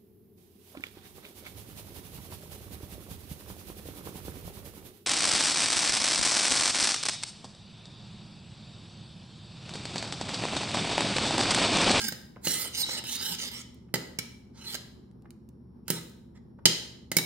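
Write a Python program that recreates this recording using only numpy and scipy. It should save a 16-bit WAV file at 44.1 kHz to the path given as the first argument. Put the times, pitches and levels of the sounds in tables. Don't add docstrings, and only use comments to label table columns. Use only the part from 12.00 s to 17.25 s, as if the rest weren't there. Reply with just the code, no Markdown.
import sys
import numpy as np
from scipy import signal
from scipy.fft import rfft, irfft, next_fast_len
from scipy.io import wavfile
from scipy.ndimage import uniform_filter1d, map_coordinates

SR = 44100
rng = np.random.default_rng(int(sys.argv[2]) if len(sys.argv) > 2 else 0)


def master(y):
    cut = np.clip(np.atleast_2d(y).T, -1, 1)
    pcm = np.round(cut * 32767)
    wavfile.write(sys.argv[1], SR, pcm.astype(np.int16))


N = 231697
T = np.arange(N) / SR

# f/Hz, density/dB per Hz
RUSH_SPECTRUM = [(15, -48.5), (25, -32), (59, -13), (123, -15), (195, -8.5), (242, -8), (301, -22.5),
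                 (335, -14.5), (659, -37.5), (863, -33.5), (2690, -60.5), (5280, -59), (9070, -90),
                 (11000, -59.5), (16000, -77.5)]
# f/Hz, likeness (1 = the same)
EAR_LIKENESS = [(30, 0.45), (80, 0.67), (200, 1), (500, 0.15), (1500, 0.11)]
# f/Hz, level/dB
HUM_TONES = [(73, -59), (120, -56.5), (240, -59.5), (5450, -88.5), (10650, -92.5)]
# f/Hz, time to fall 60 dB/s (a negative time makes the tail grow until the final fade)
ROOM_DECAY = [(100, -0.1), (500, 0.78), (2000, 0.5852), (4000, 0.56), (8000, 0.47), (16000, 0.51)]
# f/Hz, level/dB
ROOM_LEVEL = [(100, -1.5), (500, -1.5), (2000, -5), (4000, -3), (8000, -8), (16000, -11)]
# f/Hz, left minus right/dB
LEFT_RIGHT = [(100, -1), (700, -1), (2000, -2.5), (5000, -6.5), (9000, -9.5), (14000, -9)]
# t/s, relative level/dB, centre f/Hz
TICK_EVENTS = [(1.745, -47, 13670), (3.113, -58, 3400), (3.222, -57.5, 4570), (3.306, -40, 5100),
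               (3.489, -48, 5420), (4.096, -46, 13340)]
# t/s, relative level/dB, middle f/Hz
AIR_POCKETS = [(0.36, -34, 854), (.646, -29.5, 672), (.88, -25, 800), (.965, -36.5, 610),
               (1.002, -36.5, 780), (1.093, -42, 874), (1.88, -52.5, 1210), (3.244, -43, 890),
               (4.582, -40.5, 650)]
# f/Hz, width/Hz, relative level/dB
PAN_MODES = [(483, 260, -2.5), (886, 130, 2), (1281, 92, -0.5), (1589, 214, 3.5), (2025, 273, 1.5),
             (3013, 310, 9.5), (3396, 1030, 0.5), (3840, 210, 8), (4123, 170, 7.5), (4974, 515, 8),
             (5460, 380, 4.5), (5990, 570, 3.5), (7280, 870, 0), (8610, 320, 5), (9400, 380, -7),
             (9800, 67, -8.5), (10050, 1800, -14), (12010, 360, 1), (15300, 310, -19.5)]
# f/Hz, relative level/dB, time to fall 60 dB/s
HOB_MODES = [(128, -13.5, 0.33), (165.4, -15.5, 0.62), (185.3, -7, 0.14), (235, 0, 0.022),
             (347.4, -5, 0.045), (433, -13, 0.028)]
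# t/s, relative strength/dB, brightness/dB per octave, wall clang/dB,
# thud level/dB, spoon's note f/Hz, note level/dB
KNOCK_EVENTS = [(0.084, -10, 10, -6, -38.5, 1603, -30.5), (0.122, -11.5, -1.5, -1.5, -38.5, 1910, -40),
                (0.4698, -3, -2, 0.5, -28, 2893, -24.5), (1.039, -16, -1, -3, -39, 3160, -50),
                (1.9399, 4.5, -.5, -6.5, -25, 2000, -28), (1.9553, -6.5, -2, -4, -35.5, 1927, -32),
                (2.187, -3, 1, -2, -32.5, 2327, -30), (2.7435, -8.5, -1, -0.5, -47, 3050, -46),
                (2.751, -7.5, 0, -2.5, -45, 1673, -40), (3.8806, -5.5, 2, -8, -43, 1396, -40),
                (3.9021, 5.5, 3.5, -7.5, -22.5, 4430, -38), (4.6552, 9.5, 0.3, 7, -20.5, 3170, -20),
                (5.1162, 0.5, 0, -9, -31.5, 2100, -32), (5.1669, 11, 4, -8.5, -21.5, 2247, -17),
                (5.185, 5, 1.5, -9, -45, 3890, -25.5)]
# middle t/s, half length/s, f/Hz, level/dB
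SQUEAL_EVENTS = [(.025, 0.024, 1600, -42), (.055, 0.014, 216, -33.5), (.612, 0.018, 12000, -39),
                 (.60, 0.029, 2025, -46.5), (.79, 0.031, 8800, -41), (.838, 0.0051, 3886, -24),
                 (1.145, 0.031, 3720, -40), (1.30, 0.027, 12060, -41.5), (1.32, 0.011, 180, -37),
                 (2.685, 0.02, 4110, -38)]
# start t/s, length/s, relative level/dB, swell from start to end/dB,
# sharp grit relative/dB, dull rub relative/dB
PUSHES = [(-.01, 0.1, -31.5, -1, 0, -11.5), (0.453, 0.23, -32, -6, 5.5, -10.5),
          (.737, 0.1, -30.5, 6, -1, -15.5), (0.835, 0.16, -36, 6, -6, -7.5),
          (1.047, 0.12, -34, 6, 1.5, -16), (1.18, 0.17, -33.5, 5.5, -0.5, -11.5),
          (1.388, 0.1, -34.5, 0, -3, -10.5), (1.517, 0.1, -40, -2.5, -1.5, -8.5),
          (2.547, 0.19, -48, 26.5, -6.5, -6.5), (3.891, 0.1, -41.5, -5.5, -0.5, -4.5),
          (4.356, 0.024, -65.5, -0.5, -8.5, 6)]

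RUSH_DB = -52
STIRS_PER_S, LEFT_LAG_S = 1.5, 0.0001
OVERTONE = 2.4
BITE_S, LET_GO_S = 0.0071, 0.004
ARCH_DB = 3.5
GRIT_PER_DB, RUB_PER_DB = 0.6, -0.43
TREMOR_DB, TREMORS_PER_S = 1.24, 26
CEILING, CUTOFF_HZ = 0.9, 15800


def from_db(db):
    return 10 ** (np.asarray(db) / 20)


def at_hz(points, hz):
    f, value = np.transpose(points)
    return np.interp(np.log(np.maximum(hz, 1)), np.log(f), value)


def butter(x, hz, kind, order=2):
    limit = np.minimum(hz, SR / 2 - 100)
    sections = signal.butter(order, limit, kind, fs=SR, output="sos")
    return signal.sosfilt(sections, x + 1e-18)


def drift(rate):
    coarse = T[::32]
    wander = map_coordinates(rng.standard_normal(4096), [coarse * rate], order=2, mode="wrap")
    return np.interp(T, coarse, wander)


def steady(x, size=2048):
    return x / np.sqrt(np.abs(uniform_filter1d(x * x, size)) + 1e-20)


def resonate(x, hz, width_hz):
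    r = np.exp(-np.pi * width_hz / SR)
    feed = np.array([1, 0, -1]) * (1 - r * r) / 2
    feedback = [1, -2 * r * np.cos(2 * np.pi * hz / SR), r * r]
    return signal.lfilter(feed, feedback, x + 1e-18)


def ring(t, hz, t60):
    return np.sin(2 * np.pi * hz * t) * from_db(-60 * t / t60)


def add(track, s, sound):
    start = max(round(s * SR), 0)
    track[start:start + len(sound)] += sound[:N - start]


def stereo(pair, hz):
    alike = np.clip(at_hz(EAR_LIKENESS, hz), -1, 1)
    shared = np.sqrt(1 + alike) * pair[0]
    opposite = np.sqrt(1 - alike) * pair[1] * np.array([[1], [-1]])
    return (shared + opposite) / np.sqrt(2)


def background():
    size = next_fast_len(N)
    hz = np.fft.rfftfreq(size, 1 / SR)
    noise = stereo(rfft(rng.standard_normal((2, size))), hz)
    rush = irfft(noise * from_db(at_hz(RUSH_SPECTRUM, hz)), size)[:, :N]
    tones = sum(from_db(db) * np.sin(2 * np.pi * f * (T + 0.00002 * drift(60))) for f, db in HUM_TONES)
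    return from_db(RUSH_DB) * steady(rush, size=3000) + tones


def echoes(near_db=-7, near_t60=0.07, gap_s=0.0013):
    t = T[:SR * 3 // 4]
    edges = np.geomspace(70, 18000, 13)
    white = rng.standard_normal((2, 2, len(t)))
    near = from_db(-60 * t / near_t60) * (t > 0.001)
    near_power = from_db(2 * near_db) * near ** 2 / np.sum(near ** 2)
    response = np.zeros((2, len(t)))
    for k, (low, high) in enumerate(zip(edges, edges[1:])):
        hz = np.sqrt(low * high)
        tail = from_db(-60 * t / at_hz(ROOM_DECAY, hz)) * (1 - np.exp(-(t / gap_s) ** 2))
        tail_power = from_db(2 * at_hz(ROOM_LEVEL, hz)) * tail ** 2 / np.sum(tail ** 2)
        band = butter(stereo(white[k % 2], hz), [low, high], "band")
        response += np.sqrt(tail_power + near_power) * band
    return response * np.clip(3 - 4 * t / t[-1], 0, 1)


def kitchen(x, count=4):
    place = count * STIRS_PER_S * T
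    size = next_fast_len(N + SR)
    echo = 0
    for spot in range(count):
        distance = np.abs((place - spot + count / 2) % count - count / 2)
        nearness = np.cos(np.minimum(distance, 1) * np.pi / 2)
        echo = echo + irfft(rfft(x * nearness, size) * rfft(echoes(), size), size)[:, :N]
    lag = LEFT_LAG_S * (1 + 0.5 * np.sin(2 * np.pi * STIRS_PER_S * T))
    left = map_coordinates(x, [(T - lag) * SR], order=3)
    hz = np.fft.rfftfreq(size, 1 / SR)
    balance = from_db(at_hz(LEFT_RIGHT, hz) * np.array([[0.5], [-0.5]]))
    direct = irfft(rfft(np.array([left, x]), size) * balance, size)[:, :N]
    return echo + direct


def ticks(breadth=2.6, length_s=0.0019, tick_db=-4):
    out, t = np.zeros(N), T[:SR // 20]
    for s, db, hz in TICK_EVENTS:
        burst = rng.standard_normal(len(t)) * np.exp(-t / length_s)
        add(out, s, from_db(db + tick_db) * butter(burst, [hz / breadth, hz * breadth], "band"))
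    return out


def plops(t60=0.0058, octaves=2.4, cluster_s=0.016, count=7, plop_db=-3):
    out, t = np.zeros(N), T[:SR // 10]
    for s, db, hz in AIR_POCKETS:
        for size, (late, detune) in zip(np.linspace(-0.5, 0.5, count), rng.random((count, 2))):
            pitch = hz * 2 ** (octaves * (size + (detune - 0.5) / count))
            gain = from_db(db + plop_db) * (1 - np.abs(size))
            add(out, s + cluster_s * late, gain * ring(t, pitch, t60))
    return butter(out, 200, "high")


def pan_body(force, shift_db, dense_db=-10):
    modes = 0
    for k, (hz, width, db) in enumerate(PAN_MODES):
        push = force * from_db(db + shift_db * drift(16))
        modes = modes + (-1) ** k * resonate(push, hz, width)
    return modes + from_db(dense_db) * butter(force, 440, "high", order=1)


def clink(t, hz, split=0.055, t60=0.045):
    return ring(t, hz, t60) - 0.5 * ring(t, hz * (1 - split), t60)


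def rebounds(chatter_s, size=1024):
    burst = rng.standard_normal(size)
    for _ in range(3):
        spectrum = rfft(burst * np.exp(-T[:size] / chatter_s))
        spectrum = spectrum / np.abs(spectrum)
        burst = irfft(spectrum)
    return spectrum


def knocks(chatter_s=0.007, high_note_db=-6, steel_db=2, thud_cut_hz=125, wall_hz=4400, wall_octaves=0.95):
    force, notes, thuds = np.zeros((3, N))
    t = T[:SR // 2]
    hz = np.maximum(np.fft.rfftfreq(1024, 1 / SR), 500)
    octaves = np.log2(hz / wall_hz)
    wall = np.exp(-(octaves / wall_octaves) ** 2 / 2)
    for s, db, tilt_db, wall_db, thud_db, note_hz, note_db in KNOCK_EVENTS:
        burst = irfft(rebounds(chatter_s) * from_db(tilt_db * octaves + wall_db * wall))
        add(force, s, from_db(db + steel_db) * burst[:len(burst) // 2])
        note = clink(t, note_hz) + from_db(high_note_db) * clink(t, OVERTONE * note_hz)
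        add(notes, s, from_db(note_db) * note)
        thud = sum(from_db(g) * ring(t, f, t60) for f, g, t60 in HOB_MODES)
        add(thuds, s, from_db(thud_db) * thud)
    return pan_body(force, shift_db=-1.0) + notes + butter(thuds, thud_cut_hz, "high", order=4)


def squeals(waver=0.013):
    out, wobble = np.zeros(N), 1 + waver * drift(260)
    for s, half_s, hz, db in SQUEAL_EVENTS:
        on = np.abs(T - s) < 3 * half_s
        swell = np.exp(-((T[on] - s) / half_s) ** 2 / 2)
        note = np.sin(2 * np.pi * hz * np.cumsum(wobble[on]) / SR)
        out[on] += from_db(db) * swell * note
    return out


def pushes():
    gains, tremor = np.zeros((3, N)), TREMOR_DB * drift(TREMORS_PER_S)
    for s, length, db, swell_db, grit_db, rub_db in PUSHES:
        along = np.clip((T - s) / length, 0, 1) - 0.5
        pressure = swell_db * along - ARCH_DB * (2 * along) ** 2 + tremor
        bite = np.minimum(T - s, 0) / BITE_S
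        let_go = np.maximum(T - s - length, 0) / LET_GO_S
        contact = np.exp(bite - let_go)
        colour = [0 * pressure, grit_db + GRIT_PER_DB * pressure, rub_db + RUB_PER_DB * pressure]
        gains = np.maximum(gains, contact * from_db(db + pressure + np.array(colour)))
    return gains


def scrape(slips_per_s=4000, size_db=2.0, judder_db=1.52, wall_echo=0.33, wall_s=0.000882, travel=0.18,
           mid_db=-0.5, grit_db=-3.5, rub_db=-4, drag_db=-9):
    level, sharp, dull = pushes()
    sizes = from_db(size_db * np.minimum(rng.exponential(1, N), 4))
    slips = (rng.random(N) < slips_per_s / SR) * rng.choice([-1, 1], N) * sizes
    slips = slips * from_db(judder_db * drift(130))
    steel = pan_body(slips, shift_db=4.0)
    delay = wall_s * (1 + travel * drift(7.6))
    steel = steel + wall_echo * np.interp(T - delay, T, steel)
    middle = steady(butter(steel, [2600, 7400], "band", order=3))
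    grit = steady(butter(steel, 5205, "high", order=4))
    rub = steady(butter(steel, [600, 2300], "band", order=3))
    drag = steady(butter(slips, [170, 600], "band"))
    return (level * from_db(mid_db) * middle + sharp * from_db(grit_db) * grit
            + dull * from_db(rub_db) * rub + dull * from_db(drag_db) * drag)


def scene(tick_room_db=-5):
    close = ticks()
    pan = scrape() + squeals() + knocks() + plops()
    return kitchen(pan + from_db(tick_room_db) * close) + close / 2 + background()


def record(dry):
    rounded = CEILING * np.tanh(dry / CEILING)
    top_cut = signal.ellip(10, 0.2, 80, CUTOFF_HZ, fs=SR, output="sos")
    return signal.sosfilt(top_cut, rounded)


dry = scene()
out = record(dry)
master(out)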